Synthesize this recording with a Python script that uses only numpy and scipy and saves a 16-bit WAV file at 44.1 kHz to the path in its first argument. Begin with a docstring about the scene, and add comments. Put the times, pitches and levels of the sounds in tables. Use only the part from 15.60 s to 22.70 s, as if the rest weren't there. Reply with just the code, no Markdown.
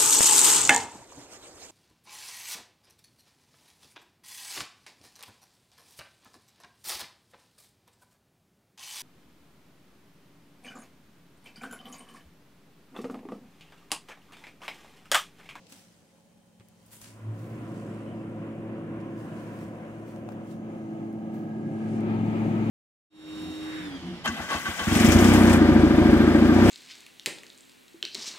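"""A muffled refrigerator hums in a workshop, then hands tick and rustle at its freezer door and pull it open.
Blade tones and vent air swell as the microphone pair moves inside; both are sines and shaped noise.
The air behind the door sings at a rising pitch like a bottle neck, and the hinge squeaks once.
Gasket, hands and clothes are grainy friction noise, ticks are noise bursts, knocks are damped rings.
Beneath lie the workshop's own noise floor and the faint tones of other machines."""
import sys
import numpy as np
from scipy import signal
from scipy.fft import rfft, irfft, next_fast_len
from scipy.io import wavfile
from scipy.ndimage import uniform_filter1d, map_coordinates

SR = 44100
rng = np.random.default_rng(int(sys.argv[2]) if len(sys.argv) > 2 else 0)


def master_out(mix):
    """Clip the mix to full scale and print it as 16-bit PCM to the path in sys.argv[1]."""
    frames = np.transpose(np.atleast_2d(mix))
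    ceiling = np.clip(frames, -1, 1)
    pcm = np.round(ceiling * 32767).astype(np.int16)
    wavfile.write(sys.argv[1], SR, pcm)


N = 313110
MS = np.arange(0, N / SR + 1, 1 / 1000)  # slow controls are worked out once a millisecond [s]

# Workshop air and microphone hiss: (frequency [Hz], relative level [dB per Hz])
SHOP_SPECTRUM = [(15, -47.5), (25, -20), (48, -20.5), (205, -3), (371, -17), (473, -16.5), (556, -7),
                 (619, -16), (833, -15), (1180, -26.5), (3120, -28), (4810, -33), (8940, -29.5),
                 (12000, -37.5), (15800, -38)]
SHOP_DB = -64.5  # mean level
# Tones of other machines: (frequency [Hz], mean level [dB rms], unsteadiness [0 to 1])
FAR_TONES = [(176, -67.5, 0), (545, -79, .7), (834, -83, .7), (3107, -85, .35), (8737, -96, .5),
             (6760, -95, .5)]
# Likeness of the two ports: (frequency [Hz], likeness [0 to 1])
PORT_LIKENESS = [(60, 0.99), (150, 1), (380, 1), (950, 0.68), (2380, 0.17), (5980, 0.19), (15000, 0.06)]

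# Path of the microphones: (time [s], place [-1 by the door, 0 a step back, 1 at the mouth, 2 inside],
# air level offset [dB], tone level offset [dB], further offset of the 3rd multiple [dB])
WALK = [(0, -1, 7, 0.19, 4), (.85, -0.65, -3, -0.67, -3.5), (1.3, -1.5, 0, -0.58, -1),
        (2.25, -1, 0.5, 0.74, -3), (2.45, -0.84, 0, 0, 0.5), (3.05, -0.78, 1, 0.91, 1),
        (3.45, -0.8, 1.5, -0.59, 6), (3.85, -0.52, 0.5, -1.187, 0), (4.2, -0.083, -.5, -0.13, -1.5),
        (4.6, 0.032, 0.5, -0.2, -0.5), (5.0, 0.53, 0, -0.36, -2.5), (5.35, 0.75, 0, -1.2, 4),
        (5.65, 0.87, -1, 0.6, 1), (5.9, 1.03, 1, 0.19, 0), (6.25, 1.39, 0.5, 1, -2),
        (6.5, 1.735, 0, 0.32, 2.5), (6.8, 1.85, 0, -0.85, -0.5), (7.1, 1.88, 0.5, 0.15, -2)]
# Left over right at the four places: (level [dB])
PAN_DB = [-0.3, 0.5, -0.4, 3]
# The fan sound reaches the left port first; its lead grows from the door, through a step back
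# and the mouth, to inside: (lead of the left port [ms])
LEFT_LEAD_MS = [.13, .19, .24, .27]
SWING_S = 0.15  # time scale of the door's swing

BLADE_HZ, COMPRESSOR_HZ = 109.4, 58.4
# 1st to 4th multiple of the blade rate, then the compressor, all before the offsets of the walk:
# (door half open [s], door shut [dB], by the door [dB], a step back [dB], at the mouth [dB], inside [dB])
TONE_LEVELS = [(1.36, -71, -46, -49.5, -53.5, -29), (1.65, -68, -43, -46, -37, -26.5),
               (1.56, -99, -46, -47.5, -42, -39), (1.7, -84, -56.5, -71.5, -62.5, -47),
               (1.4, -87, -70.5, -70, -81, -54)]
# Compartment roar, vent rush, vent hiss, rumble (before the walk's offset), then faint steady treble:
# (door half open [s], door shut [dB], by the door [dB], a step back [dB], at the mouth [dB], inside [dB])
AIR_LEVELS = [(1.547, -71.5, -40.5, -43, -38.5, -28), (1.583, -73.5, -48, -47, -48, -39),
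              (1.477, -80, -53.5, -54, -58.5, -41), (1.3, -77.5, -66.5, -64, -75.5, -52.5),
              (2, -78.5, -84, -80.5, -94, -64.5)]
# Roar of the compartment: (frequency [Hz], relative level [dB per Hz])
ROAR_SPECTRUM = [(50, -31.5), (85, -24), (107, -4), (172, 2.5), (220, -2), (240, -2), (295, 0.5),
                 (328, -2.5), (362, -1.5), (398, -10.5), (480, -18.5), (620, -43), (1060, -120)]
# Rush at the vents from in front of the door: (frequency [Hz], relative level [dB per Hz])
RUSH_FAR = [(240, -23), (400, -8.5), (472, -4), (505, -1.5), (538, 2.5), (580, -3.5), (655, -5.5),
            (733, -5.5), (818, -15.5), (1100, -24), (1430, -36), (2420, -120)]
# Rush at the vents from close by: (frequency [Hz], relative level [dB per Hz])
RUSH_NEAR = [(240, -30), (400, -4.5), (437, -3), (492, -8.5), (547, 2), (595, -4), (755, -1), (1020, -19),
             (1100, -17.5), (1430, -43), (2420, -120)]
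# Vent hiss in front of the door: (frequency [Hz], relative level [dB per Hz])
HISS_FRONT = [(530, -44), (900, -5.5), (981, 2.5), (1220, -4.5), (1380, -3.5), (1660, -7.5), (1790, -8),
              (2820, -12.5), (3670, -25), (3950, -30), (5000, -41), (6500, -51.5), (11000, -120)]
# Vent hiss at the mouth of the compartment: (frequency [Hz], relative level [dB per Hz])
HISS_MOUTH = [(530, -20.5), (900, -5.5), (1090, -19.5), (1260, 0), (1400, -18.5), (1630, -5.5),
              (1860, -18.5), (2070, -10.5), (2570, -18.5), (2860, -16.5), (3440, -26), (4520, -31),
              (5000, -30), (6500, -56), (11000, -120)]
# Vent hiss inside the compartment: (frequency [Hz], relative level [dB per Hz])
HISS_INSIDE = [(530, -39), (900, -0.5), (1030, -11.5), (1290, -5), (1430, -14), (1860, -13), (2390, -10.5),
               (2660, -17.5), (2880, -17.5), (3140, -21), (5000, -34.5), (6500, -67), (11000, -120)]
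# Low rumble: (frequency [Hz], relative level [dB per Hz])
RUMBLE_SPECTRUM = [(12, -57), (20, -22), (54, -17), (73, -8.5), (95, -1), (120, -30.5), (210, -120)]

# Strokes of gasket, hands and clothes: (peak time [s], relative peak level [dB], rise over 20 dB [s],
# fall over 20 dB [s], brightness of the top octave [dB])
RUSTLE_STROKES = [(.099, -61.5, .02, .2, -6), (.128, -59, .04, .13, -10), (.15, -68.5, .06, .9, -14),
                  (.19, -65, .1, .15, -9), (1.22, -74.5, 0.4, 4, -10.5), (1.295, -72, .12, .05, 0),
                  (1.326, -58.5, .025, .16, 0), (1.417, -58, .015, .17, -6), (1.45, -59, .07, .13, -9),
                  (1.505, -64, .15, .03, -14), (4.915, -65.5, .13, .1, -6), (4.72, -73, .08, .06, 0),
                  (1.8, -68, 0.1, 0.5, -2.5), (2.18, -67, 0.48, 0.8, -14), (3.41, -73, .02, .03, -19),
                  (3.59, -69, .06, .4, -5), (3.8, -68.5, .5, .6, -11), (4.04, -66.5, .5, .12, -6),
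                  (4.48, -70, .04, .2, -2), (4.58, -74.5, 3, 0.1, -8.5), (5.13, -77.5, 0.22, 1, -7),
                  (5.53, -83, 1, 3, -4), (5.745, -69, .03, .15, 0), (6.36, -65, 0.5, 0.14, -19.5)]
# Body of the rustle: (frequency [Hz], relative level [dB per Hz])
CLOTH_SPECTRUM = [(590, -22), (1000, 0.5), (1110, -5.5), (1790, -0.5), (2200, -1), (3200, -1.5), (4070, -2),
                  (8600, -2.5), (10400, -6), (12000, -15.5), (15600, -32), (22000, -120)]
# Top octave of the rustle: (frequency [Hz], relative level [dB per Hz])
SHEEN_SPECTRUM = [(10000, -59), (11000, -0.5), (13000, -2.5), (15800, -1)]
STEADY_BRIGHT_DB = -7.5  # brightness of the steady treble

# Dull scrape, gasket peeling, air at the vent slots: (peak time [s], peak level [dB], rise over 20 dB [s],
# fall over 20 dB [s], band centre [Hz], band width [Hz])
BAND_HISSES = [(.07, -65, 1, .3, 4300, 4600), (1.328, -52.5, .022, .16, 9600, 4600),
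               (1.418, -54, .015, .18, 8500, 4600), (3.7, -60.5, 1.6, 1.8, 1630, 240),
               (5.2, -76, 4, 3, 6400, 1200), (7.1, -66, 1.6, 1, 6600, 1600),
               (5.86, -63, .12, 1.1, 1630, 80), (6.27, -57, 1, .1, 1630, 80), (6.4, -59, .2, .3, 1530, 80)]
# Ticks: (time [s], peak level before the band filter [dB], left over right [dB], decay by 60 dB [s],
# lowest frequency [Hz], highest frequency [Hz])
TICKS = [(.068, -44, 3, .02, 2510, 7000), (1.005, -50, -1, 0.098, 697, 2960),
         (1.0857, -50, 6, .0102, 6030, 20000), (.1232, -42, 5, .035, 700, 12000),
         (.9985, -47, 1, .008, 700, 6000), (1.2615, -50, 2, .05, 7200, 13000),
         (1.3165, -52, 5, .02, 700, 15000), (1.331, -44, 3, .03, 700, 3000),
         (1.4152, -42, 3, .025, 4500, 15000), (3.403, -53, 5, .015, 1000, 6000),
         (4.561, -52.5, 13, .014, 1500, 9000), (4.6888, -48, 8, .022, 1000, 8000),
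         (4.7205, -55, 8, .045, 1300, 7000), (6.4059, -55, 8, .045, 3500, 11000),
         (1.4436, -43, 4, .02, 1500, 8000), (1.459, -45, 3, .025, 1500, 6000),
         (1.4155, -44, 3, .03, 500, 3500), (5.5281, -60, 10, .0147, 4000, 20000)]
# Finger knocks: (time [s], level before the swell [dB], frequency [Hz], decay by 60 dB [s],
# left over right [dB])
THUDS = [(.119, -47, 272, .12, 0), (.9987, -42, 1700, .0035, 0), (.9994, -44, 3400, .0035, 0),
         (.9965, -41, 108, .08, 0), (1.005, -53, 380, .06, 0), (1.0088, -42, 200, .03, 0),
         (4.6887, -23, 720, .01, 14), (4.689, -35, 1400, .006, 10), (4.6897, -42, 2600, .006, 10),
         (4.7215, -43, 1600, .012, 8)]

# The air behind the door rings higher as the gap widens.
GAP_START_S, GAP_SHUT_HZ, GAP_OPEN_HZ, GAP_HZ_PER_S = 1.372, 92, 148, 54
# Its own ring: mean level at the peak, times to 20 dB under it
GAP_PEAK_S, GAP_DB, GAP_RISE_S, GAP_FALL_S = 1.92, -45, .4, .45
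# Lift of the blade tone on the resonance, half width of that lift,
# cut of the blade tone while the resonance is still below it
GAP_LIFT_DB, GAP_WIDTH_HZ, GAP_CHOKE_DB = 18.5, 4.3, -5
SQUEAK_S, SQUEAK_LENGTH_S, SQUEAK_DB, SQUEAK_HZ, SQUEAK_ARCH_HZ = 2.452, .105, -67, 2900, 120
TOP_HZ = 15810  # upper band limit


def amp(db):
    """Decibels to a gain."""
    return 10 ** (np.asarray(db) / 20)


def unit(x):
    """Scaled to rms 1."""
    return x / np.sqrt(np.mean(x ** 2) + 1e-20)


def along(points, hz):
    """Value at hz between (Hz, value) points, on a log frequency axis."""
    f, v = np.transpose(points)
    return np.interp(np.log(hz + 1), np.log(f + 1), v)


def curves(rows):
    """One value per sample for each column after the time."""
    s, *cols = np.transpose(rows)
    return [np.interp(np.arange(N) / SR, s, c) for c in cols]


def wobble(rate):
    """A smooth random curve, rate knots a second."""
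    knots = rng.standard_normal(int(N * rate / SR) + 4)
    return map_coordinates(knots, [np.arange(N) * rate / SR])


def smooth(control):
    """A millisecond control at every sample."""
    return np.interp(np.arange(N) / SR, MS, control)


def sides(pan_db):
    """Left and right gains for a left-over-right level."""
    return amp(pan_db / 2 * np.array([[1], [-1]]))


def stroke_db(peak_s, peak_db, rise_s, fall_s):
    """A level that climbs to a peak and falls off, straight in dB (per millisecond)."""
    t = MS - peak_s
    return peak_db - 20 * np.where(t < 0, -t / abs(rise_s), t / abs(fall_s))


def heard_db(rows):
    """Level of each layer: muffled until the door swings open, then set by where the microphones stand."""
    place = np.interp(MS, *np.transpose(WALK)[:2])
    levels = []
    for half_s, shut_db, *open_db in rows:
        here_db = np.interp(place, np.arange(-1, 3), open_db)
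        opening = 1 / (1 + np.exp((half_s - MS) / SWING_S))
        levels.append(smooth(shut_db + (here_db - shut_db) * opening))
    return levels


def filtered(x, response):
    """x times a complex response of frequency."""
    m = next_fast_len(N + 8192)
    return irfft(rfft(x, m) * response(np.fft.rfftfreq(m, 1 / SR)), m)[..., :N]


def noise(spectrum, patchy_db, likeness=1):
    """Stereo noise of rms 1, patchy in time and pitch; the mid-side balance sets how alike the ports are."""
    z = signal.stft(rng.standard_normal((2, N)), nperseg=512)[2]
    field = uniform_filter1d(rng.standard_normal(z.shape[1:]), size=6, axis=0)
    field = uniform_filter1d(field, size=12, axis=1)
    pair = signal.istft(z * amp(patchy_db * unit(field)), nperseg=512)[1][:, :N]

    def mid_side_response(hz):
        turn = np.arccos(np.clip(likeness * along(PORT_LIKENESS, hz), -1, 1)) / 2
        return amp(along(spectrum, hz)) * [np.cos(turn), np.sin(turn)]

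    mid, side = filtered(pair, mid_side_response)
    return unit(np.array([mid + side, mid - side]))


def shop():
    """Broadband floor of the room plus faint sines of other machines, some with wandering phase and level."""
    t = np.arange(N) / SR
    out = amp(SHOP_DB + .5 * wobble(4.6)) * noise(SHOP_SPECTRUM, patchy_db=1.5, likeness=0.49)
    for hz, db, unsteady in FAR_TONES:
        port_phase = rng.normal(0, 0.64, (2, 1))
        phase = 2 * np.pi * hz * t + unsteady * (0.99 * wobble(12) + port_phase)
        out += np.sqrt(2) * amp(db + 3 * unsteady * wobble(5)) * np.sin(phase)
    return out


def gap_hz():
    """Resonance of the air behind the opening door, rising steadily between its two ends."""
    rising = GAP_SHUT_HZ + GAP_HZ_PER_S * (np.arange(N) / SR - GAP_START_S)
    return np.clip(rising, GAP_SHUT_HZ, GAP_OPEN_HZ)


def hum():
    """Blade tone, its multiples and the compressor at nearly steady pitch, the same at both ports."""
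    t = np.arange(N) / SR
    wander = .15 * wobble(1.2)  # the shaft speed drifts a little [rad]
    orders = [1, 2, 3, 4, COMPRESSOR_HZ / BLADE_HZ]
    *_, tone_db, third_db = curves(WALK)
    levels = heard_db(TONE_LEVELS) + tone_db
    levels[2] += third_db
    # the gap resonance sweeps across the blade tone
    off = (BLADE_HZ - gap_hz()) / GAP_WIDTH_HZ
    levels[0] += GAP_LIFT_DB / (1 + off ** 2) + GAP_CHOKE_DB / (1 + np.exp(-off))
    out = np.zeros((2, N))
    for k, db in zip(orders, levels):
        phase = k * (2 * np.pi * BLADE_HZ * t + wander) + rng.uniform(0, 2 * np.pi)
        out += np.sqrt(2) * amp(db + .3 * wobble(4)) * np.sin(phase)
    return out


def refrigerator():
    """Tones and turbulent flow; the hiss changes colour as the microphones move in between the walls."""
    walk, air_db, *_ = curves(WALK)
    roar_db, rush_db, hiss_db, rumble_db = heard_db(AIR_LEVELS[:4]) + air_db
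    place = np.clip(walk, 0, 2)
    flow = wobble(8)  # rush and hiss waver together

    roar = amp(roar_db) * noise(ROAR_SPECTRUM, patchy_db=.3, likeness=.95)

    near = np.clip(place, 0, 1)
    rush = np.sqrt(1 - near) * noise(RUSH_FAR, patchy_db=1.0, likeness=1.0)
    rush = rush + np.sqrt(near) * noise(RUSH_NEAR, patchy_db=0.86, likeness=0.7)

    hiss = 0
    for k, colour in enumerate([HISS_FRONT, HISS_MOUTH, HISS_INSIDE]):
        share = np.sqrt(np.clip(1 - abs(place - k), 0, 1))
        hiss = hiss + share * noise(colour, patchy_db=.7)

    rumble = amp(rumble_db + 1.5 * wobble(3.7)) * noise(RUMBLE_SPECTRUM, patchy_db=4.0, likeness=0.71)
    rumble = rumble * sides(2.4)

    air = roar + amp(rush_db + 0.38 * flow) * rush + amp(hiss_db + 1.0 * flow) * hiss + hum()
    # half of the lead on each side, in samples
    lead = np.interp(walk, np.arange(-1, 3), LEFT_LEAD_MS) * SR / 2000
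    left = map_coordinates(air[0], [np.arange(N) + lead], mode="nearest")
    right = map_coordinates(air[1], [np.arange(N) - lead], mode="nearest")
    ports = np.array([left, right])
    return (ports + rumble) * sides(np.interp(walk, np.arange(-1, 3), PAN_DB))


def rustle():
    """Grainy friction noise over a steady trace of treble; each stroke sets its own top octave."""
    steady = amp(heard_db(AIR_LEVELS[4:])[0] + .8 * wobble(5)) ** 2  # power
    powers = [amp(stroke_db(*row[:4])) ** 2 for row in RUSTLE_STROKES]
    bright_powers = [p * amp(2 * row[4]) for p, row in zip(powers, RUSTLE_STROKES)]
    level = np.sqrt(steady + smooth(sum(powers)))
    top = np.sqrt(steady * amp(2 * STEADY_BRIGHT_DB) + smooth(sum(bright_powers)))
    grain = amp(2 * wobble(1100))
    body = unit(grain * noise(CLOTH_SPECTRUM, patchy_db=1.3))
    sheen = unit(grain * noise(SHEEN_SPECTRUM, patchy_db=1.2)) * sides(5)
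    return amp(4.5) * level * body + amp(5.0) * top * sheen


def band_hisses():
    """Scrape, peeling gasket and slot air: grainy noise in one band, swelling and fading."""
    out, grain = 0, amp(2 * wobble(900))
    for *stroke, hz, width_hz in BAND_HISSES:
        edges = [hz - width_hz / 2, hz + width_hz / 2]
        band = signal.butter(3, edges, "bandpass", fs=SR, output="sos")
        hiss = unit(grain * signal.sosfilt(band, rng.standard_normal((2, N))))
        out = out + amp(smooth(stroke_db(*stroke))) * hiss
    return out


def ticks():
    """Small dry contacts: short decaying bursts of noise, each in its own band."""
    out, t = np.zeros((2, N + SR)), np.arange(SR // 8) / SR
    for s, db, pan_db, t60, low_hz, high_hz in TICKS:
        burst = rng.standard_normal((2, len(t))) * amp(db - 60 * t / t60) * sides(pan_db)
        band = signal.butter(2, [low_hz, min(high_hz, SR / 2.2)], "bandpass", fs=SR, output="sos")
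        start = round(s * SR)
        out[:, start:start + len(t)] += signal.sosfilt(band, burst)
    return out[:, :N]


def thuds():
    """A soft contact: a damped ring that swells over its first cycle."""
    out, t = np.zeros((2, N + SR)), np.arange(SR // 4) / SR
    for s, db, hz, t60, pan_db in THUDS:
        swell = 1 - np.exp(-t * hz / .8)
        ring = -amp(db - 60 * t / t60) * np.sin(2 * np.pi * hz * t) * swell
        start = round(s * SR)
        out[:, start:start + len(t)] += ring * sides(pan_db)
    return out[:, :N]


def door_gap():
    """The wider the gap, the higher the air spring rings: a nearly pure tone with uneven strength."""
    t = np.arange(N) / SR - GAP_PEAK_S
    db = GAP_DB - 20 * np.where(t < 0, t / GAP_RISE_S, t / GAP_FALL_S) ** 2
    hz = gap_hz() + 3 * wobble(12)
    return np.sqrt(2) * amp(db + 1.5 * wobble(21.8)) * np.sin(2 * np.pi * np.cumsum(hz) / SR)


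def hinge():
    """A short rough squeak whose pitch and strength arch up and down."""
    u = np.clip((np.arange(N) / SR - SQUEAK_S) / SQUEAK_LENGTH_S, 0, 1)
    arch = np.sin(np.pi * u)
    hz = SQUEAK_HZ + SQUEAK_ARCH_HZ * arch + 130 * wobble(400)
    level = np.sqrt(2 * abs(arch)) * amp(SQUEAK_DB + 3 * wobble(150))
    return level * np.sin(2 * np.pi * np.cumsum(hz) / SR)


def scene():
    """All sources at the two microphone ports."""
    return shop() + refrigerator() + rustle() + band_hisses() + ticks() + thuds() + door_gap() + hinge()


def record(dry):
    """The microphones pass nothing above their band limit."""
    return filtered(dry, lambda hz: hz < TOP_HZ)


dry = scene()
out = record(dry)
master_out(out)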